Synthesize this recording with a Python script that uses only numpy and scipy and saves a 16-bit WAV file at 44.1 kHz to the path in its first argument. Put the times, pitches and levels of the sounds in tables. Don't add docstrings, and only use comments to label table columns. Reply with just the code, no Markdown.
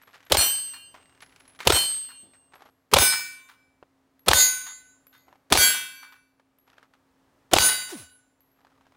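import sys
import numpy as np
from scipy import signal
from scipy.fft import rfft, irfft
from scipy.io import wavfile

SR = 44100
rng = np.random.default_rng(int(sys.argv[2]) if len(sys.argv) > 2 else 0)


def generate_wav(sig):
    pcm = np.round(np.clip(np.atleast_2d(sig).T, -1, 1) * 32767).astype(np.int16)
    wavfile.write(sys.argv[1], SR, pcm)


N = 395136
T = np.arange(N) / SR
AGE = T[:49152]


def undb(db):
    return 10 ** (np.asarray(db) / 20)


def add(out, t, x):
    i = int(round(max(t, 0) * SR))
    out[i:i + len(x)] += x[:max(N - i, 0)]


def noise(points, size=len(AGE)):
    hz, db = np.transpose(points)
    f = np.maximum(np.fft.rfftfreq(size, 1 / SR), 1)
    gain = undb(np.interp(np.log(f), np.log(hz), db)) * (f > hz[0] / 2)
    x = irfft(rfft(rng.standard_normal(size)) * gain, size)
    return x / x.std()


def fade(rise, t60):
    return (1 - np.exp(-AGE / rise)) * np.exp(-np.log(1000) * AGE / t60)


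def dull(x, hz):
    return signal.sosfilt(signal.butter(1, min(hz, .45 * SR), fs=SR, output="sos"), x)


def grains(spread_db, step):
    knots = np.arange(0, AGE[-1], step)
    jumps = np.clip(rng.standard_normal(len(knots)), -2, 2)
    gain = undb(spread_db * np.interp(AGE, knots, jumps))
    return gain / np.sqrt(np.mean(gain ** 2))


def lumpy(x, spread_db=4.0):
    return x * grains(spread_db, step=.004)


# f/Hz, relative level/dB
AIR_COLOUR = [(15, -43), (25, -18), (92, -7), (236, -13), (270, -3.5), (301, -11), (911, -14),
              (1230, -15.5), (1480, -19.5), (1610, -18.5), (2840, -26), (16000, -38.5)]
# t/s, level/dB
AIR_LEVEL = [(0, -70), (1.4, -64), (2.8, -71.5), (4, -70.5), (5.4, -69), (6.25, -73), (6.6, -72),
             (7.4, -66), (8.3, -72), (8.96, -67)]


def background(hum_hz=266.7, hum_db=-71):
    air = undb(np.interp(T, *np.transpose(AIR_LEVEL))) * noise(AIR_COLOUR, size=N)
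    knots = np.linspace(0, T[-1], num=30)
    waver = np.interp(T, knots, rng.standard_normal(len(knots)))
    hum = np.sin(2 * np.pi * np.cumsum(hum_hz + waver) / SR)
    return air + undb(hum_db + waver) * hum


def grit(hz):
    return noise([(hz / 8, -16), (hz / 2, -4), (hz, 0), (hz * 2, -9),
                  (hz * 4, -18), (hz * 12, -36), (hz * 40, -60)])


# t/s, length/s, level/dB, centre f/Hz
SHUFFLES = [(0, .29, -60.5, 1700), (.96, .24, -66, 1900), (1.25, .32, -61, 2110), (2.52, .18, -54.5, 1047),
            (5.27, .09, -58.5, 750), (6.666, .2, -61, 1250), (8.56, .39, -66.5, 1100)]


def shuffling(grain_db=4, grind_db=-11, slips_per_s=33, slip_t60=0.036, slip_spread_db=8):
    out = np.zeros(N)
    for t, length, db, hz in SHUFFLES:
        shape = np.zeros(N)
        add(shape, 0, undb(grind_db) * (AGE < length))
        for k, (late, size) in enumerate(rng.random((32, 2))):
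            when = (k + late) / slips_per_s
            if when < length:
                add(shape, when, undb(slip_spread_db * size) * fade(.0002, slip_t60))
        shape = shape[:len(AGE)] * grains(grain_db, step=.002)
        shape /= np.sqrt(np.sum(shape ** 2) / (length * SR))
        add(out, t, undb(db) * grit(hz) * shape)
    return out


# t/s, level/dB, t60/s, centre f/Hz
SCUFFS = [(0.073, -53, 0.15, 1110), (.14, -49, 0.2, 1720), (0.942, -46.5, 0.22, 1100),
          (1.205, -47, 0.046, 2350), (1.222, -38.5, 0.066, 1890), (1.59, -41, 0.44, 2020),
          (1.603, -35.5, 0.12, 1900), (2.229, -58.5, 0.42, 288), (2.335, -55, 0.12, 1520),
          (3.827, -41.5, 0.033, 415), (6.397, -55.5, 0.042, 1090), (6.936, -58.5, .12, 1400)]


def gravel(grain_db=5, tick_db=1):
    out = np.zeros(N)
    for t, db, t60, hz in SCUFFS:
        cluster = grains(grain_db, step=.002) * fade(0.0011, t60)
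        click = undb(tick_db) * fade(0.00049, 0.013)
        add(out, t, undb(db) * grit(hz) * (cluster + click))
    return out


# f/Hz, relative level/dB
SMACK_COLOUR = [(100, -16), (500, -1), (1400, 2.5), (3500, -2.5), (7000, -8.5), (16000, -13.5)]


def smack_noise():
    return noise(SMACK_COLOUR)


# t/s, level/dB, f/Hz, length of its hop/s
CASES = [(0.0236, -52.5, 11470, .228), (1.218, -50, 11000, .18), (1.4783, -47.5, 10670, 0.14),
         (2.5531, -56, 11570, .1), (4.1934, -55, 11460, .1), (5.0683, -48.5, 11720, 0.11),
         (6.586, -57, 11450, 0.064), (8.4057, -56.5, 11700, .11)]


def brass(t60=0.7, split_hz=70, click_db=0, full_hop_s=0.14, hop_db=-8):
    out = np.zeros(N)
    for t, db, hz, hop in CASES:
        pair = np.sin(2 * np.pi * hz * AGE) + .5 * np.sin(2 * np.pi * (hz + split_hz) * AGE)
        ring = pair * (fade(0.00013, t60) / 2 + fade(0.0001, t60 / 10))
        click = undb(click_db) * smack_noise() * fade(0.000099, 0.02)
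        tinkle = undb(db) * (ring + click) / 2
        add(out, t, tinkle)
        add(out, t + hop, undb(hop_db) * hop / full_hop_s * tinkle)
    return out


# t/s, spin f/Hz, whirr level/dB, hiss level/dB
RICOCHET = [(7.85, 632, -90, -68), (7.905, 504, -74, -41), (7.93, 368.5, -33.5, -43),
            (7.957, 256, -31, -50), (7.981, 160, -48.5, -46.5), (8.03, 87.4, -53, -53),
            (8.12, 58.4, -82, -76)]


def ricochet(second_db=-17, echo_s=.07, echo_db=-20, flutter_db=3, flutter_s=0.014):
    s, spin_hz, whirr_db, hiss_db = np.transpose(RICOCHET)
    phase = 2 * np.pi * np.cumsum(np.interp(T, s, spin_hz)) / SR
    flying = (T > s[0]) & (T < s[-1])
    flutter = np.interp(T - s[0], AGE, grains(flutter_db, flutter_s))
    tone = np.sin(phase) + undb(second_db) * np.sin(2 * phase)
    whirr = flying * flutter * undb(np.interp(T, s, whirr_db)) * tone
    rush = noise([(200, -11), (700, 4.0), (2000, 0), (7000, -1.0), (15000, -8.0)], size=N)
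    out = whirr + flying * undb(np.interp(T, s, hiss_db)) * rush
    add(out, echo_s, undb(echo_db) * whirr)
    return out


def partials(hz, db, t60, swing_s=0.98, lobes=2.2, depth=0.66, rub_s=0.9):
    hz, db, t60 = (np.float32(v)[:, None] for v in (hz, db, t60))
    start, turn = np.float32(2 * np.pi * rng.random((len(hz), 2))).T[:, :, None]
    age = np.float32(AGE)
    slow = age[::64]
    swing = np.sin(2 * np.pi * slow / swing_s)
    beam = 1 + depth * np.cos(lobes * np.sqrt(hz / 1000) * swing + turn)
    early = slow < swing_s / 4
    beam /= np.sqrt(np.mean(beam[:, early] ** 2, axis=1, keepdims=True))
    rubbing = np.exp(-(slow / rub_s) ** 2)
    size = np.float32(undb(db) * beam * rubbing * np.exp(-np.log(1000) * slow / t60))
    return np.sum(np.repeat(size, 64, axis=1) * np.sin(2 * np.pi * hz * age + start), axis=0)


def plate(modes, minor_db, minor_t60=0.48, count=30):
    hz, t60, *points = np.transpose(modes)
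    minor_hz = 2000 + 13700 * (np.arange(count) + rng.random(count)) / count
    rings = []
    for db in points:
        weak_db = minor_db + 4 * rng.standard_normal(count)
        weak = partials(minor_hz, weak_db, np.full(count, minor_t60))
        rings.append(partials(hz, db, t60) + weak)
    return rings


# f/Hz, t60/s, level/dB at each of two points of impact
LEFT_PLATE = [(1621, 0.6, -34, -40), (2805, 1.3, -29, -37), (3077, 0.56, -18, -17), (3470, 1.2, -51, -43),
              (3850, 0.7, -42, -34), (4284, 0.64, -17, -17), (4805, 0.75, -27, -28), (5884, 0.64, -18, -34),
              (6309, 0.85, -32, -36), (7199, 0.35, -20, -34), (8011, 0.45, -25, -40),
              (8352, 0.93, -15, -14), (8482, 0.49, -16, -27), (8583, 0.47, -12, -18),
              (8940, 0.52, -26, -32), (9296, 0.68, -28, -38), (10102, 0.6, -22, -34),
              (10401, 0.7, -36, -30), (11282, 0.56, -32, -29), (11901, 0.48, -33, -33),
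              (13719, 0.51, -14, -26), (13757, 0.8, -27, -31), (14853, 0.64, -30, -39)]
# f/Hz, t60/s, level/dB at each of four points of impact
RIGHT_PLATE = [(1061, 0.95, -39, -44, -43, -43), (1480, 0.8, -31, -34, -21, -27),
               (1505, 0.65, -20, -19, -23, -20), (1597, 0.83, -44, -48, -23, -39),
               (1845, 0.73, -29, -44, -30, -37), (2035, 0.51, -32, -21, -24, -23),
               (2318, 0.85, -22, -39, -25, -43), (2657, 0.8, -38, -47, -27, -39),
               (2922, 0.64, -30, -35, -23, -22), (3254, 0.56, -38, -33, -16, -29),
               (3607, 0.67, -26, -29, -27, -40), (3811, 0.59, -34, -22, -28, -16),
               (3969, 0.74, -24, -20, -41, -21), (4515, 0.66, -38, -47, -18, -34),
               (4704, 0.57, -26, -20, -26, -14), (5138, 0.5, -13, -38, -28, -30),
               (5948, 0.66, -37, -50, -19, -29), (6267, 0.63, -28, -18, -36, -33),
               (6362, 0.57, -23, -19, -31, -19), (6632, 0.38, -30, -17, -22, -26),
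               (6703, 0.68, -29, -10, -44, -26), (6774, 0.51, -32, -36, -27, -21),
               (7257, 0.79, -32, -19, -34, -24), (7568, 0.45, -37, -38, -16, -43),
               (8015, 0.56, -24, -50, -26, -35), (8411, 0.48, -37, -37, -20, -39),
               (8682, 0.65, -28, -29, -34, -30), (9502, 0.6, -25, -21, -36, -15),
               (9588, 0.62, -25, -13, -36, -11), (9879, 0.45, -13, -37, -28, -38),
               (10222, 0.38, -19, -50, -17, -15), (10615, 0.9, -37, -32, -31, -22),
               (10654, 0.39, -25, -37, -11, -27), (10738, 0.53, -29, -21, -29, -23),
               (11169, 0.52, -50, -50, -15, -34), (11271, 0.54, -30, -50, -17, -31),
               (12851, 0.44, -37, -23, -39, -23), (13041, 0.75, -33, -40, -28, -43),
               (13561, 0.32, -32, -43, -21, -20), (13662, 0.5, -34, -45, -23, -42),
               (14530, 0.44, -40, -16, -34, -34), (14560, 0.66, -43, -24, -35, -28),
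               (15090, 0.51, -34, -31, -37, -27), (15453, 0.53, -39, -41, -22, -27),
               (15562, 0.5, -17, -43, -25, -30)]


def plate_rings():
    return plate(LEFT_PLATE, minor_db=-38) + plate(RIGHT_PLATE, minor_db=-29)


def wake(tone, low_hz=1600, high_hz=3300):
    band = signal.butter(1, [low_hz, high_hz], "band", fs=SR, output="sos")
    return signal.sosfilt(band, dull(tone, high_hz))


# t/s, clatter level/dB, ring level/dB
KNOCKS = [(0.736, -44, -24), (2.088, -47.5, -30.5), (3.125, -28, -14.5), (3.488, -48, -40.5),
          (4.664, -40.5, -26.5), (5.128, -54.5, -41), (5.746, -34.5, -15.5), (6.028, -45.5, -41.5),
          (6.123, -51, -55), (7.688, -29, -16)]
# f/Hz, relative level/dB
HANGER_COLOUR = [(200, -43), (600, -16), (900, 8), (1200, 8), (1550, 9), (2200, 0.5), (4000, -3),
                 (8000, -16), (16000, -11)]


def hanger_knocks(rings, knock_t60=0.216, wake_db=2):
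    clatter, steel = np.zeros(N), np.zeros(N)
    for t, db, ring_db in KNOCKS:
        last = sum(shot[0] < t for shot in SHOTS) - 1
        add(clatter, t, undb(db) * lumpy(noise(HANGER_COLOUR)) * fade(0.00041, knock_t60))
        add(steel, t, undb(ring_db + wake_db) * wake(rings[last]))
    return clatter, steel


# f/Hz, relative level/dB
SCATTER_COLOUR = [(50, -10), (250, -8), (800, -1), (2000, -8.5), (4000, -1.5), (8000, -8), (16000, -20.5)]


def scatter_noise():
    return noise(SCATTER_COLOUR)


def bay_echo(steel, echo_db=-13, echo_t60=0.15):
    bay = scatter_noise() * fade(0.042, echo_t60)
    bay /= np.sqrt(np.sum(bay ** 2))
    return undb(echo_db) * signal.fftconvolve(steel, bay)[:N]


def lead_in(db=-16, t60=0.036, hiss_db=-38, hiss_t60=0.26):
    size = int(.022 * SR)
    swell = noise([(100, -10.5), (450, 0.5), (800, -7.0), (1500, -18.5),
                   (3100, -19.5), (5000, -30.5), (16000, -64)])
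    swell = (swell * fade(.0001, t60))[:size][::-1]
    hiss = (smack_noise() * fade(0.0001, hiss_t60))[:size]
    return undb(db) * swell + undb(hiss_db) * hiss


# delay/s, level/dB, rise/s, t60/s, treble corner f/Hz
PATHS = [(0, 8.5, .0002, .026, 14080), (.0034, 9.5, 0.00047, .02, 7880), (.023, 5, 0.0046, .04, 1200),
         (0.0291, 6, .001, .028, 2500), (.084, -15.5, .003, .06, 2500)]
# f/Hz, relative level/dB
BLAST_COLOUR = [(40, -12.5), (200, -5.5), (520, 4.5), (900, 2), (1800, -8.5), (3200, 1), (6000, -7),
                (11000, -7), (16000, -18.5)]
# f/Hz, relative level/dB
FAR_TAIL_COLOUR = [(40, -18.5), (120, -4), (260, -5), (500, -11.5), (1400, 0.5), (3500, 0), (7000, -9),
                   (16000, -24)]


def blast(berm_db, boom_db, boom_hz=54, glide_hz=60, return_db=-7,
          scatter_db=-11, scatter_t60=0.37, tail_db=-28, tail_t60=.7):
    out = np.zeros(N)
    for delay, db, rise, t60, corner_hz in PATHS:
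        off_berm = delay > .01
        arrival = dull(noise(BLAST_COLOUR), corner_hz) * fade(rise, t60)
        add(out, delay, undb(db + off_berm * berm_db) * arrival)
    phase = 2 * np.pi * np.cumsum(boom_hz + glide_hz * np.exp(-AGE / 0.012)) / SR
    boom = np.sin(phase) * fade(.025, 0.051)
    add(out, .008, undb(boom_db) * boom)
    add(out, .058, undb(return_db + boom_db) * boom)
    add(out, .004, undb(scatter_db) * lumpy(scatter_noise()) * fade(.006, scatter_t60))
    far_tail = lumpy(noise(FAR_TAIL_COLOUR), spread_db=3.5)
    add(out, .04, undb(tail_db) * far_tail * fade(0.031, tail_t60))
    return out[:len(AGE)]


# t/s, then level/dB of blast, berm echo, boom, smack and ring
SHOTS = [(0.3208, -2.5, -2.5, 9.5, -6.5, -0.5), (1.6729, -3, 2.5, 12, -6, -0.5), (2.9364, 0, 3, 9, -1, 1),
         (4.2835, -0.5, 1, 10.5, 1, 1.5), (5.524, 2, -2.5, 5, -2.5, 2), (7.535, 3.5, 0, 3.5, 1.5, 0.5)]


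def shots(rings, round_trip_s=.0494, smack_db=5, smack_t60=0.013, spray_db=-23, spray_t60=0.33,
          bloom_s=0.051, bloom_share=0.6):
    out, steel = np.zeros(N), np.zeros(N)
    bloom = 1 - bloom_share * np.exp(-AGE / bloom_s)
    for (t, db, berm_db, boom_db, hit_db, ring_db), ring in zip(SHOTS, rings):
        hit = t + round_trip_s
        lead = lead_in()
        add(out, t - len(lead) / SR, lead)
        add(out, t, undb(db) * blast(berm_db, boom_db))
        add(out, hit, undb(smack_db + hit_db) * smack_noise() * fade(0.00043, smack_t60))
        add(out, hit, undb(spray_db) * lumpy(smack_noise()) * fade(0.0017, spray_t60))
        add(steel, hit, undb(ring_db) * ring * bloom)
    return out, steel


def range_fire():
    rings = plate_rings()
    fire, struck = shots(rings)
    clatter, knocked = hanger_knocks(rings)
    steel = struck + knocked
    return fire + clatter + steel + bay_echo(steel)


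def scene():
    return (background() + shuffling() + gravel() + brass() + ricochet() + range_fire())[None]


def record(dry, overload_db=18, ceiling_db=-1, release_db_per_s=135, top_hz=15800):
    x = undb(overload_db) * np.tanh(dry / undb(overload_db))
    over = np.maximum(20 * np.log10(np.abs(x) + 1e-9) - ceiling_db, 0)
    recovery = release_db_per_s * T
    duck = np.maximum.accumulate(over + recovery, axis=-1) - recovery
    top_cut = signal.ellip(8, .2, 70, top_hz, fs=SR, output="sos")
    return signal.sosfilt(top_cut, x * undb(-duck))


dry = scene()
out = record(dry)
generate_wav(out)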